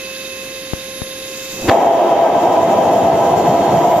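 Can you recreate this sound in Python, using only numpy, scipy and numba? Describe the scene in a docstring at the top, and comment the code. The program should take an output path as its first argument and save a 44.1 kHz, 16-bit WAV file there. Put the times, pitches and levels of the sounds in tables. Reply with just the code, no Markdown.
"""A small jet engine made from a can roars on the ground outdoors, about a metre away.
Gas hisses in, catches with a thump and burns on; the fluttering flame rings the tube.
Its electric fan whines and blows throughout, and the whine rises at the end as the shaft speeds up.
Wind pops the left microphone port twice; gain control ducks under the roar."""
import sys
import numpy as np
from scipy import signal
from scipy.fft import rfft, irfft
from scipy.io import wavfile
from scipy.ndimage import uniform_filter1d
from numba import njit

SR = 44100
rng = np.random.default_rng(int(sys.argv[2]) if len(sys.argv) > 2 else 0)


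def generate_wav(sig):
    """Save sig (samples, or channels by samples) to the path in sys.argv[1] as 16-bit PCM at SR."""
    pcm = np.round(np.clip(np.atleast_2d(sig).T, -1, 1) * 32767).astype(np.int16)
    wavfile.write(sys.argv[1], SR, pcm)


N = 176400
T = np.arange(N) / SR
F = np.maximum(np.fft.rfftfreq(N, 1 / SR), 1)

AIR_ALIKE_HZ, FLAME_ALIKE_HZ = 1410, 1480  # channels decorrelate above
AIR_DIRECT, FAN_LEAD_S = 0.19, -0.000062


def undb(db):
    return 10 ** (np.asarray(db) / 20)


def curve(rows):
    """Linear interpolation over time."""
    return np.interp(T, *np.array(rows).T)


def colour(rows):
    """Spectral gain from freq_hz, gain_db points."""
    hz, db = np.array(rows).T
    return undb(np.interp(np.log(F), np.log(hz), db))


def resonances(rows):
    """Spectral gain of steep resonances, summed in power."""
    peaks = (undb(db) / (1 + ((F - hz) / (0.44 * width_hz)) ** 2) for hz, width_hz, db in rows)
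    return np.sqrt(sum(peak ** 2 for peak in peaks))


def pan(db):
    """Stereo gains from left minus right dB."""
    return undb(np.array([[.5], [-.5]]) * db)


def noise(gain, alike_hz, direct=0, lead_s=0):
    """Unit-rms stereo turbulence: bass and a direct share are coherent; left leads by lead_s."""
    alike = direct + (1 - direct) / (1 + (F / alike_hz) ** 2.1)
    mid, side = rfft(rng.standard_normal((2, N)))
    sign = np.array([[1], [-1]])
    spectrum = mid * np.sqrt(1 + alike) + sign * side * np.sqrt(1 - alike)
    lead = np.exp(1j * np.pi * F * lead_s * sign)
    y = irfft(gain * lead * spectrum, N)
    return y / y.std()


def walk(rate_hz):
    """Random drift, unit variance."""
    y = irfft(rfft(rng.standard_normal(N)) / (1 + (F / rate_hz) ** 4), N)
    return (y - y.mean()) / y.std()


@njit
def follow(x, attack_s, release_s):
    """Envelope follower."""
    out, level = np.empty(len(x)), 0.
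    for i in range(len(x)):
        level += (x[i] - level) / (SR * (attack_s if x[i] > level else release_s))
        out[i] = level
    return out


def wind():
    """Light breeze and two pressure pops on the left port."""
    # start_s, relative_db
    hits = [(0.7345, -4), (1.0186, -8.5)]
    # freq_hz, gain_db
    spectrum = [(70, -13.5), (500, -23.5), (3000, -26.5)]
    # time_s, level_db
    levels = [(0, -43.5), (.7, -40), (1.15, -42)]
    rise_s, fall_s = 0.0002, 0.0013
    pressure = 0
    for start_s, db in hits:
        age_s = np.maximum(T - start_s, 0)
        pressure += undb(db + 8) * (1 - np.exp(-age_s / rise_s)) * np.exp(-age_s / fall_s)
    pops = signal.sosfilt(signal.butter(2, 63, "high", fs=SR, output="sos"), pressure)
    breeze = noise(colour(spectrum), AIR_ALIKE_HZ)[0] * undb(curve(levels) + 2 * walk(9.6))
    return np.array([pops + breeze, np.zeros(N)])


def airflow():
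    """Air rushes through the fan and rings the intake."""
    # freq_hz, gain_db
    spectrum = [(30, -19.5), (350, -4), (600, -13.5), (900, -19), (1350, -17), (1800, -12), (3100, -14.5),
                (4300, -21), (6700, -16.5), (9200, -31.5), (10600, -17.5), (14500, -24)]
    # freq_hz, left_minus_right_db
    balance = [(1200, -1), (2300, -3), (5500, -14.5), (7500, -1)]
    # time_s, level_db
    levels = [(0, -33), (4, -33.5)]
    # freq_hz, width_hz, gain_db
    intake_modes = [(1600, 200, -11), (2637, 340, -2.5), (3730, 480, -0.5), (4750, 370, -4.5)]
    stereo_gain = colour(spectrum) * colour(balance) ** np.array([[.5], [-.5]])
    rush = noise(stereo_gain, AIR_ALIKE_HZ, AIR_DIRECT, FAN_LEAD_S) * undb(curve(levels))
    intake = noise(resonances(intake_modes), AIR_ALIKE_HZ, direct=0.73, lead_s=FAN_LEAD_S)
    return rush + intake * pan(-6) * undb(-36.5 + 1.3 * walk(25))


def fan():
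    """Shaft and motor partials; the higher ones flicker more in the moving air."""
    # time_s, shaft_hz
    speed = [(0, 529.4), (1.3, 529.2), (3.75, 530.7), (3.82, 551), (3.94, 625), (4, 659)]
    # shaft_multiple
    orders = [1, 2, 3.095, 3.906, 5.905, 7, 10, 12]
    # level_db per order
    order_db = [-33.5, -47, -57, -46, -46.5, -48.5, -52, -45]
    # left_minus_right_db per order
    order_pan_db = [-1.5, -5.5, 21, -2.5, 2, -5, -4, -11.5]
    # time_s, level_db
    whine = [(0, -34), (.5, -37.5), (.8, -44.5), (1.1, -49), (1.3, -40.5), (1.68, -37.5), (4, -38.5)]
    # time_s, level_db
    blade = [(0, -46.5), (2.3, -52), (2.9, -44), (3.72, -39), (3.86, -60)]
    # time_s, level_db
    whistle = [(0, -42), (.8, -43), (1.02, -38), (1.45, -45), (2.2, -48), (2.9, -42), (3.72, -44), (4, -35)]
    shaft_hz = curve(speed) * (1 + 0.00056 * walk(12))
    phase = 2 * np.pi * (np.cumsum(shaft_hz) / SR + shaft_hz * FAN_LEAD_S * np.array([[.5], [-.5]]))
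    partials = list(zip(orders, order_db, order_pan_db))
    partials += [(4.906, curve(whine), -5), (8, curve(blade), -5), (21, curve(whistle), -4)]
    out = 0
    for order, db, pan_db in partials:
        flicker_db = 1.5 * min(order / 4, 1) * np.array([walk(13), walk(36)])
        tone = np.sqrt(2) * np.sin(order * phase + rng.uniform(0, 2 * np.pi))
        out += tone * undb(db + flicker_db) * pan(pan_db)
    return out


def gas_jet():
    """Gas hisses into the engine."""
    # freq_hz, gain_db
    spectrum = [(3000, -11.5), (6000, -1), (7000, 4), (8200, -9), (9300, -35), (10500, -17.5), (12700, -3),
                (14500, -13.5)]
    # time_s, level_db
    levels = [(1.1, -46), (1.4, -35), (1.68, -31.5), (1.72, -30.5), (2.2, -37.5), (2.5, -33.5),
              (3.05, -30.5), (4, -30)]
    hiss = noise(colour(spectrum), AIR_ALIKE_HZ, AIR_DIRECT, FAN_LEAD_S)
    return hiss * undb(curve(levels) + 1.7 * walk(15))


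def ignition():
    """A flame swells in the tube, then the mixture goes off in two cracks and a thump."""
    # freq_hz, gain_db
    kindle_spectrum = [(60, -6), (320, 1), (1000, -14.5), (2000, -32.5)]
    # time_s, level_db
    kindle_levels = [(1.45, -57), (1.53, -37), (1.69, -17.5), (1.73, -59)]
    # freq_hz, gain_db
    crack_spectrum = [(60, -16), (300, 4.5), (1500, -1.5), (2800, -8), (4500, -14.5), (9300, -39)]
    # peak_s, level_db, rise_and_decay_s
    bursts = [(1.6864, -16.5, 0.0076), (1.697, -4.5, 0.0035)]
    # peak_s, pitch_hz, level_db, half_length_s
    thump = [(1.69, 322, -5.5, 0.0089), (1.696, 102, -10.5, 0.0083)]
    out = noise(colour(kindle_spectrum), FLAME_ALIKE_HZ) * undb(curve(kindle_levels))
    crack = noise(colour(crack_spectrum), alike_hz=5000)
    for peak_s, db, decay_s in bursts:
        out += crack * undb(db) * np.exp(-np.abs(T - peak_s) / decay_s)
    for peak_s, hz, db, half_s in thump:
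        envelope = undb(db) * np.exp(-((T - peak_s) / half_s) ** 2)
        out += envelope * np.sin(2 * np.pi * hz * (T - peak_s))
    return out


def flame():
    """Fluttering combustion flares, rings the tube, surges and gains rumble as the gas opens."""
    # freq_hz, gain_db
    roar_spectrum = [(120, -32.5), (220, -6.5), (330, 0.5), (550, 2), (850, 0), (1050, -5.5), (1400, -17),
                     (2600, -24.5), (3200, -20.5), (4200, -39.5), (9000, -64.5)]
    # freq_hz, width_hz, gain_db
    tube_modes = [(349.4, 25, -10), (515, 39, -10.5), (622, 66, -8.5), (674.7, 40, 2), (721.3, 31, -2),
                  (795.7, 44, -2), (892.6, 31, -9.5), (967, 49, -11), (992, 19, -8), (1288, 32, -21),
                  (1576, 31, -26), (3137, 69, -31), (5590, 170, -40.5)]
    # cancellations between modes: freq_hz
    dips_hz = [760, 936, 1090, 1183, 1375, 1524, 1690]
    # tube surges and sags: centre_s, gain_db
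    surges = [(2.262, 3.5), (2.32, -2.5), (2.402, -4.5), (2.482, 1.5), (2.67, -4), (2.799, 2), (3.095, 2.5),
              (3.366, 1.5), (3.432, -6)]
    # freq_hz, gain_db
    rumble_spectrum = [(40, -27), (90, -5.5), (180, 3), (320, -1.5), (700, -70)]
    # time_s, level_db
    rumble_levels = [(1.5, -62), (1.7, -27), (2.2, -27), (2.95, -17), (3.45, -16.5), (4, -16)]
    light_s, catch_s, flare_db, flare_s = 1.695, 0.019, 2, .25
    surge_half_s, dip_half_hz, dip_db = 0.023, 12.4, -7
    lit = np.clip((T - light_s) / catch_s, 0, 1)
    flare = undb(flare_db * np.exp(-np.abs(T - light_s) / flare_s))
    surge_db = sum(db * np.exp(-((T - centre_s) / surge_half_s) ** 2) for centre_s, db in surges)
    dips = undb(dip_db * sum(np.exp(-((F - hz) / dip_half_hz) ** 2) for hz in dips_hz))

    def burn(gain):
        return noise(gain * dips, FLAME_ALIKE_HZ, direct=0.34, lead_s=0.000008)

    roar = burn(colour(roar_spectrum)) * undb(-9.5 + .5 * walk(56))
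    howl = burn(resonances(tube_modes))
    power = uniform_filter1d((howl ** 2).mean(axis=0), size=1500)
    howl *= (.5 + .5 * power) ** -0.23  # the tube's swing limits itself
    howl *= undb(-5 + surge_db)
    rumble = burn(colour(rumble_spectrum)) * undb(curve(rumble_levels) + 2.5 * walk(19))
    sputter = burn(resonances([(1990, 750, 0)])) * undb(-34.5 + 3.5 * walk(9))
    return lit * flare * (roar + howl + sputter) + rumble


def scene():
    return fan() + airflow() + gas_jet() + flame() + ignition() + wind()


def record(dry):
    """Treble notch of the ports, gain control, clipping, low-pass."""
    notch_hz, notch_half_hz, notch_db = 9330, 420, -6.5
    threshold_db, slope, cutoff_hz = -9.5, 0.8, 14500
    notch = undb(notch_db * np.exp(-((F - notch_hz) / notch_half_hz) ** 2))
    notched = irfft(rfft(dry) * notch, N)
    level = follow(np.abs(notched).mean(axis=0), attack_s=0.0055, release_s=.12)
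    ducked = notched * np.maximum(level / undb(threshold_db), 1) ** -slope
    lowpass = signal.ellip(12, .2, 85, cutoff_hz, fs=SR, output="sos")
    return signal.sosfilt(lowpass, np.clip(ducked, -1, 1))


dry = scene()
out = record(dry)
generate_wav(out)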